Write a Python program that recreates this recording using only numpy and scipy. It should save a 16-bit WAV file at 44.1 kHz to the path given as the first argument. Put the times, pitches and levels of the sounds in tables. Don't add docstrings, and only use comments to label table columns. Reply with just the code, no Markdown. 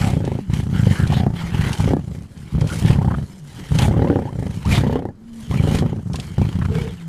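import sys
import numpy as np
from scipy import signal
from scipy.fft import rfft, irfft
from scipy.io import wavfile
from scipy.ndimage import uniform_filter1d

SR = 44100
rng = np.random.default_rng(int(sys.argv[2]) if len(sys.argv) > 2 else 0)


def to_wav(sig):
    pcm = np.clip(np.atleast_2d(sig), -1, 1) * 32767
    pcm = np.round(pcm).astype(np.int16)
    wavfile.write(sys.argv[1], SR, pcm.T)


N = 312228
TIME = np.arange(N) / SR

# (start [s], duration [s], pulse rate at start [Hz], at middle [Hz], at end [Hz],
# relative level [dB], fade [dB], throat opening gain [dB], mouth opening gain [dB],
# moment of widest jaw [share of duration], other lions' relative level [dB], their fade [dB])
GROWLS = [(.014, 0.4, 36.22, 26.22, 28.4, -16.5, 7.5, 11.5, 4.5, 0.6, -22.5, 14),
          (0.499, 0.42, 27.66, 32.85, 22.7, -23, -14, -7, -3, 0.93, -21, 2.5),
          (1.0, 0.34, 29.09, 30.33, 28.53, -17.5, 2.5, 5, 9, 0.57, -18.5, 10),
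          (1.545, 0.18, 28.34, 35.47, 40.6, -24.5, 7, -5, 5, 1, -18, 6),
          (1.803, 0.21, 23.93, 32.98, 38.55, -16, 13, 13, 10.5, 0.49, -17, 16),
          (2.042, 0.195, 27.86, 28.14, 28.16, -31, 5, 10, 3, 0.53, -29, 3.5),
          (2.55, .12, 28.27, 33.55, 41.2, -20, 7, 14.5, 6, 0.57, -14, 9.4),
          (2.69, 0.1, 29.96, 30, 29.7, -27, -1, 6, 0, 0.25, -28, -3),
          (2.823, 0.44, 38.45, 32.99, 21.57, -17, 9.5, 7.5, 11, 0.61, -17, 10.5),
          (3.719, 0.61, 27.72, 38.84, 26.1, -16.5, 9, 17, 13.5, 0.61, -15.5, 28),
          (4.356, .242, 31.2, 22.51, 38.2, -24.5, 3, 11.5, 7, 0.26, -26, 3),
          (4.66, .44, 34.15, 33.42, 29.13, -18, 13, 18.5, 15, 0.66, -16.5, 30),
          (5.511, 0.5, 33.22, 25.51, 32.14, -17.5, 10.5, 15.5, 9.5, 0.5, -16.5, 11.5),
          (6.061, .16, 26.88, 21.93, 22.43, -31, -2, 13.5, 18, 0.63, -24.5, 5.8),
          (6.379, 0.15, 30.15, 25.65, 26.8, -15.5, 22, 3, 4.5, 0.17, -18, 22),
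          (6.555, 0.39, 30.12, 31.04, 34.25, -19.5, 35, -9, 8.5, 0.57, -20.5, 11.6)]
# (time [s], relative peak [dB])
POPS = [(0.277, -8.5), (.318, -11), (0.389, -11.5), (0.601, -14.5), (1.266, -6), (1.935, -2), (1.968, -7.5),
        (3.141, -20), (4.128, -23), (4.19, -12), (4.957, -6.5), (5.054, -9.5), (5.089, -22), (5.93, -13),
        (6.382, -12.5), (6.416, -6.5)]
# (start [s], duration [s], centre frequency [Hz], bandwidth [Hz], level [dB])
RASPS = [(.006, 0.039, 1390, 400, -36), (0.013, 0.12, 760, 160, -33.5), (0.726, 0.11, 1450, 300, -39.5),
         (0.932, 0.14, 1530, 480, -35), (1.119, 0.02, 835, 302, -26), (1.12, .1, 3630, 1400, -40),
         (1.156, 0.11, 730, 130, -38), (1.55, 0.2, 1490, 320, -41.5), (1.792, 0.017, 860, 600, -28.5),
         (2.689, 0.057, 1430, 250, -36.5), (3.072, 0.021, 870, 130, -29.5), (3.101, 0.025, 1110, 500, -32),
         (3.138, 0.015, 1230, 500, -30.5), (3.782, 0.093, 856, 260.2, -29), (3.785, 0.08, 2200, 1200, -35),
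         (4.706, 0.033, 2360, 400, -26.5), (4.731, .05, 3437, 1400, -29.5), (5.569, .035, 2310, 250, -37.5),
         (6.409, 0.04, 2400, 350.2, -46), (6.611, 0.021, 1301, 1012, -34), (6.647, .018, 1410, 1000, -34.5),
         (6.67, 0.26, 440, 71.4, -32.5), (6.763, 0.047, 2217, 110, -41)]
# (peak time [s], rise [s], fall [s], relative hiss level [dB], relative scuff level [dB])
SNARLS = [(.04, 0.34, 0.17, -29, -38), (.28, 0.15, 0.25, -40, -69), (.55, 0.057, .12, -33, -42.5),
          (.74, 0.0069, 0.17, -34, -63), (.95, .29, 0.21, -30, -40), (1.13, 0.061, 0.14, -29, -44),
          (1.37, 0.048, 0.63, -33.5, -49), (1.68, 0.2, 0.074, -29, -64), (1.8, 0.31, 0.13, -32, -39),
          (1.91, 0.2, .04, -34.5, -48), (2.62, 0.21, 0.11, -40, -62.5), (2.731, 0.076, 0.25, -32.5, -36.3),
          (2.89, 0.086, 0.1, -26.5, -42), (3.13, 0.72, 0.13, -45.5, -66), (3.59, 0.18, 0.3, -41, -49),
          (3.837, 0.11, 0.064, -23, -31), (4.04, 0.3, 0.44, -41, -74), (4.551, 0.22, 0.18, -39.6, -48.5),
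          (4.745, 0.085, 0.092, -20.5, -32), (4.93, .21, 0.11, -37, -59), (5.58, .13, 0.037, -31, -45),
          (5.756, 0.19, 0.082, -28, -37.5), (5.9, 0.12, 0.094, -43, -78.5),
          (6.16, 0.038, 0.4, -41.5, -48.5), (6.42, 0.092, .35, -38, -69), (6.759, 0.075, 0.27, -34, -48)]
# (time [s], pitch [Hz], level [dB])
MOANS = [
    [(.41, 213, -28), (.46, 187.4, -36.5), (.5, 165, -25)],
    [(1.33, 184.5, -33), (1.42, 161.5, -25.5), (1.53, 172, -32)],
    [(3.3, 201, -44), (3.38, 188, -41.5), (3.43, 147, -34.5), (3.52, 140, -43)],
    [(5.13, 158, -56), (5.18, 212.6, -43), (5.25, 228, -41), (5.31, 232.5, -37.5), (5.39, 225.4, -32.5),
     (5.45, 230, -38), (5.51, 224.9, -47)],
    [(6.91, 174, -41), (7, 169.3, -34.5), (7.1, 160.6, -26)],
]
# (start [s], duration [s], start pitch [Hz], end pitch [Hz], relative level [dB])
WHISTLES = [(2.656, 0.0346, 497, 825, -41), (3.01, 0.022, 763.7, 1150, -28.5), (4.27, 0.03, 776, 1074, -31),
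            (4.647, 0.034, 806.7, 1375, -29.5), (4.733, 0.021, 570, 905, -29),
            (5.521, 0.03605, 978.6, 1424, -34), (6.325, 0.063, 3080, 2030, -61),
            (6.881, 0.062, 3560, 2940, -47), (6.945, 0.014, 5100, 3577, -55),
            (6.974, 0.043, 3180, 1880, -50)]
# (time [s], relative level [dB])
SNAPS = [(0.2506, -28), (.97, -46), (1.003, -46), (1.074, -24), (1.123, -24.5), (1.73, -16), (1.798, -30),
         (2.375, -38), (2.61, -24), (2.673, -24.5), (2.6999, -27), (2.7352, -40), (3.7868, -11),
         (4.653, -27.5), (5.7502, -20), (5.786, -20.5), (6.133, -25), (6.157, -19), (6.199, -20),
         (6.381, -31), (6.416, -33), (6.653, -30.5)]
# (start [s], duration [s], level [dB])
GRUMBLES = [(2.255, 0.31, -34), (1.35, 0.28, -26.5), (3.452, 0.358, -35), (5.38, 0.12, -38),
            (6.203, 0.186, -29.5)]
# (time [s], relative level [dB])
RUSTLE = [(0, -53.5), (2, -56), (2.15, -52.5), (2.3, -57), (2.45, -51.5), (3.35, -52), (4.95, -57),
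          (5.15, -68.5), (5.42, -46), (5.85, -58), (6.02, -57), (6.3, -51.5), (7.08, -53.5)]

# (frequency [Hz], relative gain [dB])
CHEST_SPECTRUM = [(20, -15.5), (40, -8), (65, -10), (100, 6), (145, 2), (200, -1), (280, -15), (420, -23.5),
                  (900, -72), (3000, -76)]
THROAT_SPECTRUM = [(60, -43.5), (190, 11), (280, -2.5), (400, 0), (470, -2.5), (560, 7), (680, -12),
                   (1000, -14), (1400, -61), (4000, -87)]
MOUTH_SPECTRUM = [(150, -7.5), (480, -9.5), (620, 8), (800, 8.5), (1020, -8), (1200, -8.5), (1900, -6),
                  (2600, -34), (8000, -76)]
POP_SPECTRUM = [(80, -75), (220, 24.5), (400, 19.5), (600, 4), (820, 8.5), (1100, -7), (1900, -29),
                (4000, -26), (12000, -38)]
RIVAL_SPECTRUM = [(20, -42.5), (40, -41.5), (60, 5), (105, 3), (160, 5.5), (210, -2.5), (290, -18.5),
                  (450, -23), (650, -71), (900, -33), (1300, -33), (4000, -92)]
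# (frequency [Hz], relative level [dB])
SNARL_SPECTRUM = [(300, 8.5), (600, -5.5), (850, 2.5), (1100, -4), (1450, -1.5), (1900, -1.5), (2250, -1.5),
                  (2600, -6), (3100, 0), (3600, -9), (3900, -8.5), (4600, -12), (6000, -18.5),
                  (12000, -27.5)]
SNAP_SPECTRUM = [(200, -22), (800, -11), (3000, 8), (6000, 3), (10000, -3.5), (15000, -30.5)]
SCUFFLE_SPECTRUM = [(500, 12), (2000, -35), (4000, 2), (5500, 2), (7500, 2), (10000, -0.5), (11500, -5),
                    (13000, -10), (15000, -14.5)]
AIR_SPECTRUM = [(20, 0), (60, -9), (150, 5.5), (400, -14), (700, -21.5), (1500, -29), (4000, -46),
                (15000, -58)]
# (frequency [Hz], decay time [s], greatest glide [Hz/s], pitch scatter [fraction])
NECK_MODE = (256, .016, 620, 0.07)
THROAT_MODE = (375, .012, 470, 0.046)
HOLLOW_MODE = (475, 0.011, 270, 0.03)
MOUTH_MODE = (770, 0.011, 11700, 0.147)
LIP_MODE = (1150, 0.0095, 31300, 0.25)

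SWELL_S = .007
FADE_POWER = 3.15


def growl(attack_s=.025, jaw_span=.44, shimmer_db=2.87, gust_s=.0048):
    responses = [pulse_response(body) for body in (CHEST_SPECTRUM, THROAT_SPECTRUM, MOUTH_SPECTRUM)]
    throat_shut_db, mouth_shut_db = -18, -29.5
    voice, flow = np.zeros(N), np.zeros(N)
    age = np.arange(len(responses[0])) / SR / gust_s
    gust = 2 * age * np.exp(1 - 2 * age)
    for start, length, *rates, level_db, fade_db, throat_db, mouth_db, widest, _, _ in GROWLS:
        for s in pulse_times(start, length, rates):
            progress = (s - start) / length
            attack = min(.88 + (s - start) / attack_s, 1)
            effort = attack * gain_of(level_db - fade_db * progress ** FADE_POWER)
            jaw = np.exp(-((progress - widest) / jaw_span) ** 2)
            throat_gain = gain_of(throat_shut_db + throat_db * jaw)
            mouth_gain = gain_of(mouth_shut_db + mouth_db * jaw)
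            pulse = vocal_tract(*responses, throat_gain, mouth_gain) * np.sqrt(SR / np.mean(rates))
            shimmer = gain_of(shimmer_db * rng.standard_normal())
            add(voice, s - SWELL_S, pulse * effort * shimmer)
            add(flow, s, gust)
    return voice, flow


def pulse_times(start, length, rates, pull_s=.012):
    t = np.arange(0, length, 1 / SR)
    rate = np.interp(t / length, [0, .5, 1], rates)
    cycles = np.floor(np.cumsum(rate) / SR)
    times = start + t[np.diff(cycles, prepend=-1) > 0]
    for s, _ in POPS:
        times = np.where(abs(times - s) < pull_s, s, times)
    return times


def vocal_tract(chest, throat, mouth, throat_gain, mouth_gain):
    opening = min(throat_gain, 1)
    drive = closure(looseness=.12 + .25 * opening)
    low = cavity(chest, drive, breath=.2) / (1 + .99 * throat_gain)
    middle = .58 * cavity(throat, drive, breath=.2) + .24 * mode(*THROAT_MODE) + .55 * mode(*NECK_MODE)
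    middle += .35 * opening * mode(*HOLLOW_MODE)
    high = cavity(mouth, drive, breath=.3) + .75 * mode(*MOUTH_MODE) + .25 * mode(*LIP_MODE)
    return low + throat_gain * middle + mouth_gain * high


def closure(looseness, size=2048):
    drive = np.zeros(size)
    drive[0] = -1
    drive[int(rng.uniform(.006, .018) * SR)] = looseness * rng.standard_normal()
    return drive


def cavity(response, drive, breath, puff_s=.014):
    t = np.arange(len(response)) / SR
    puff = rng.standard_normal(len(t)) * np.sqrt(t) * np.exp(-t / puff_s)
    sound = signal.fftconvolve(drive + breath * puff / np.linalg.norm(puff), response)[:len(t)]
    return sound / np.linalg.norm(sound)


def mode(hz, decay_s, glide, scatter, size=2048):
    t = np.maximum(np.arange(size) / SR - SWELL_S, 0)
    pitch = hz * np.exp(scatter * rng.standard_normal()) + glide * rng.random() * t
    tone = np.sin(phase_of(pitch)) * np.exp(-t / decay_s) * np.tanh(t * hz)
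    return tone / np.linalg.norm(tone)


def pops(level_db=-4):
    out, response = np.zeros(N), pulse_response(POP_SPECTRUM)
    for s, db in POPS:
        add(out, s - SWELL_S, -gain_of(db + level_db) * response / abs(response).max())
    return out


def rasps():
    out = np.zeros(N)
    for s, length, hz, width, db in RASPS:
        count = int(length * SR)
        detuning = 2 * (np.fft.rfftfreq(count, 1 / SR) - hz) / width
        band = irfft(rfft(rng.standard_normal(count)) / (1 + detuning ** 2), count)
        add(out, s, gain_of(db) * unit_rms(band * signal.windows.tukey(count, .5)))
    return out


def snarl(flow, throb=1.08, roughness=.22):
    gusts = (1 + throb * flow) * np.exp(roughness * wander(110))
    gusts /= np.sqrt(uniform_filter1d(gusts ** 2, size=3000))
    return shaped_noise(SNARL_SPECTRUM, patchy_db=2.8) * gusts


def snarl_envelopes(edge_db=-18.5, roundness=1.58):
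    rustle_db, = follow(RUSTLE, TIME)
    hiss_power, dirt_power = gain_of(rustle_db) ** 2, gain_of(rustle_db - 2) ** 2
    for s, rise, fall, hiss_db, scuff_db in SNARLS:
        near = (TIME > s - 2 * rise) & (TIME < s + 2 * fall)
        t = TIME[near] - s
        swell_db = edge_db * np.maximum(-t / rise, t / fall) ** roundness
        hiss_power[near] += gain_of(hiss_db + swell_db) ** 2
        dirt_power[near] += gain_of(scuff_db + swell_db) ** 2
    return np.sqrt(hiss_power), np.sqrt(dirt_power)


def flutter(depth_db=1.5, puff_s=.016):
    puffs = signal.oaconvolve(rng.standard_normal(N), np.hanning(int(2 * puff_s * SR)), "same")
    return gain_of(depth_db * unit_rms(puffs))


def moans(second_harmonic_db=-27, waver=.016):
    out = np.zeros(N)
    for contour in MOANS:
        t = np.arange(contour[0][0], contour[-1][0], 1 / SR)
        hz, db = follow(contour, t)
        phase = phase_of(hz * (1 + waver * wander(500, len(t))))
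        tone = np.sin(phase) + gain_of(second_harmonic_db) * np.sin(2 * phase)
        add(out, t[0], np.sqrt(2) * gain_of(db) * tone * signal.windows.tukey(len(t), .15))
    return out


def whistles(fade=1.66, waver=.045):
    out = np.zeros(N)
    for s, length, start_hz, end_hz, db in WHISTLES:
        progress = np.linspace(0, 1, int(length * SR))
        pitch = (start_hz + (end_hz - start_hz) * progress) * (1 + waver * wander(30, len(progress)))
        envelope = np.exp(-fade * progress) * signal.windows.tukey(len(progress), .35)
        add(out, s, 2 * gain_of(db) * envelope * np.sin(phase_of(pitch)))
    return out


def snaps(decay_s=.006, level_db=-8):
    out, response = np.zeros(N), impulse_response(SNAP_SPECTRUM)
    response = response / np.linalg.norm(response)
    t = np.arange(len(response)) / SR
    for s, db in SNAPS:
        burst = rng.standard_normal(len(t)) * np.exp(-t / decay_s)
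        add(out, s, gain_of(db + level_db) * signal.fftconvolve(burst, response))
    return out


def scuffle(flow, grains_per_s=600, spread_db=4.5, grit=.74, level_db=-2, throb=.52):
    grains = (rng.random(N) < grains_per_s / SR) * rng.choice([-1, 1], N)
    strength = gain_of(spread_db * np.minimum(rng.exponential(1, N), 3.5))
    crackle = unit_rms(signal.oaconvolve(grains * strength, impulse_response(SCUFFLE_SPECTRUM))[:N])
    hiss = shaped_noise(SCUFFLE_SPECTRUM, patchy_db=4)
    return (hiss + grit * crackle) * (1 + throb * flow) * gain_of(level_db)


def rivals(pulses_per_s=70, rise_s=.013, fall_s=.036):
    cycles = np.cumsum(pulses_per_s * np.exp(.5 * wander(600))) / SR
    pulses = np.diff(np.floor(cycles), prepend=0) * rng.standard_normal(N)
    rumble = signal.oaconvolve(pulses, impulse_response(RIVAL_SPECTRUM))[:N]
    rumble /= np.sqrt(abs(uniform_filter1d(rumble ** 2, size=3000)) + 1e-14)
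    envelope = np.zeros(N)
    for s, length, db in GRUMBLES:
        add(envelope, s, gain_of(db) * signal.windows.tukey(int(length * SR), .8))
    for start, length, *_, db, fade_db in GROWLS:
        progress = np.clip((TIME - start) / length, 0, 1)
        outside = np.maximum(start - TIME, 0) / rise_s + np.maximum(TIME - start - length, 0) / fall_s
        answer = gain_of(db - fade_db * progress ** FADE_POWER) * np.exp(-outside)
        envelope = np.maximum(envelope, answer)
    return rumble * envelope


def open_air(level_db=-45):
    return gain_of(level_db) * shaped_noise(AIR_SPECTRUM, patchy_db=1.5)


def shaped_noise(spectrum, patchy_db, size=512):
    frames = dict(fs=SR, nperseg=size, noverlap=size * 3 // 4)
    hz, _, bins = signal.stft(rng.standard_normal(N), **frames)
    patches = uniform_filter1d(rng.standard_normal(bins.shape), size=4, axis=0)
    patches = unit_rms(uniform_filter1d(patches, size=16, axis=1))
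    bins = bins * gain_of(spectrum_db(spectrum, hz)[:, None] + patchy_db * patches)
    return unit_rms(signal.istft(bins, **frames)[1][:N])


def pulse_response(spectrum, phase_share=.57, size=4096):
    log_gain = minimum_phase(spectrum, size)
    pulse = np.fft.ifft(np.exp(log_gain.real + 1j * phase_share * log_gain.imag)).real
    return np.roll(pulse, int(SWELL_S * SR))[:size // 2] * signal.windows.tukey(size // 2, .1)


def impulse_response(spectrum, size=4096):
    return np.fft.ifft(np.exp(minimum_phase(spectrum, size))).real[:size // 2]


def minimum_phase(spectrum, size):
    hz = abs(np.fft.fftfreq(size, 1 / SR))
    return signal.hilbert(np.log(gain_of(spectrum_db(spectrum, hz)))).conj()


def spectrum_db(spectrum, hz):
    knots_hz, db = np.transpose(spectrum)
    return np.interp(np.log(hz + 1), np.log(knots_hz + 1), db)


def follow(contour, t):
    times, *columns = np.transpose(contour)
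    return [np.interp(t, times, column) for column in columns]


def wander(span, count=N):
    return unit_rms(uniform_filter1d(rng.standard_normal(count), size=span))


def phase_of(hz):
    return 2 * np.pi * np.cumsum(hz) / SR


def gain_of(db):
    return 10 ** (np.asarray(db) / 20)


def unit_rms(x):
    return x / np.sqrt(np.mean(x ** 2) + 1e-20)


def add(mix, s, sound):
    part = mix[max(round(s * SR), 0):][:len(sound)]
    part += sound[:len(part)]


def scene():
    voice, flow = growl()
    hiss_level, dirt_level = snarl_envelopes()
    hisses = flutter() * (hiss_level * snarl(flow) + dirt_level * scuffle(flow))
    air = open_air()
    throats = voice + pops() + rasps() + moans() + rivals()
    return (throats + hisses + snaps() + whistles() + air)[None]


def record(dry):
    ceiling, cutoff_hz = .68, 14900
    rounded = dry / (1 + (dry / ceiling) ** 6) ** (1 / 6)
    low_pass = signal.firwin(511, cutoff_hz, window=("kaiser", 9), fs=SR)
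    return signal.oaconvolve(rounded, low_pass[None], "same")


dry = scene()
out = record(dry)
to_wav(out)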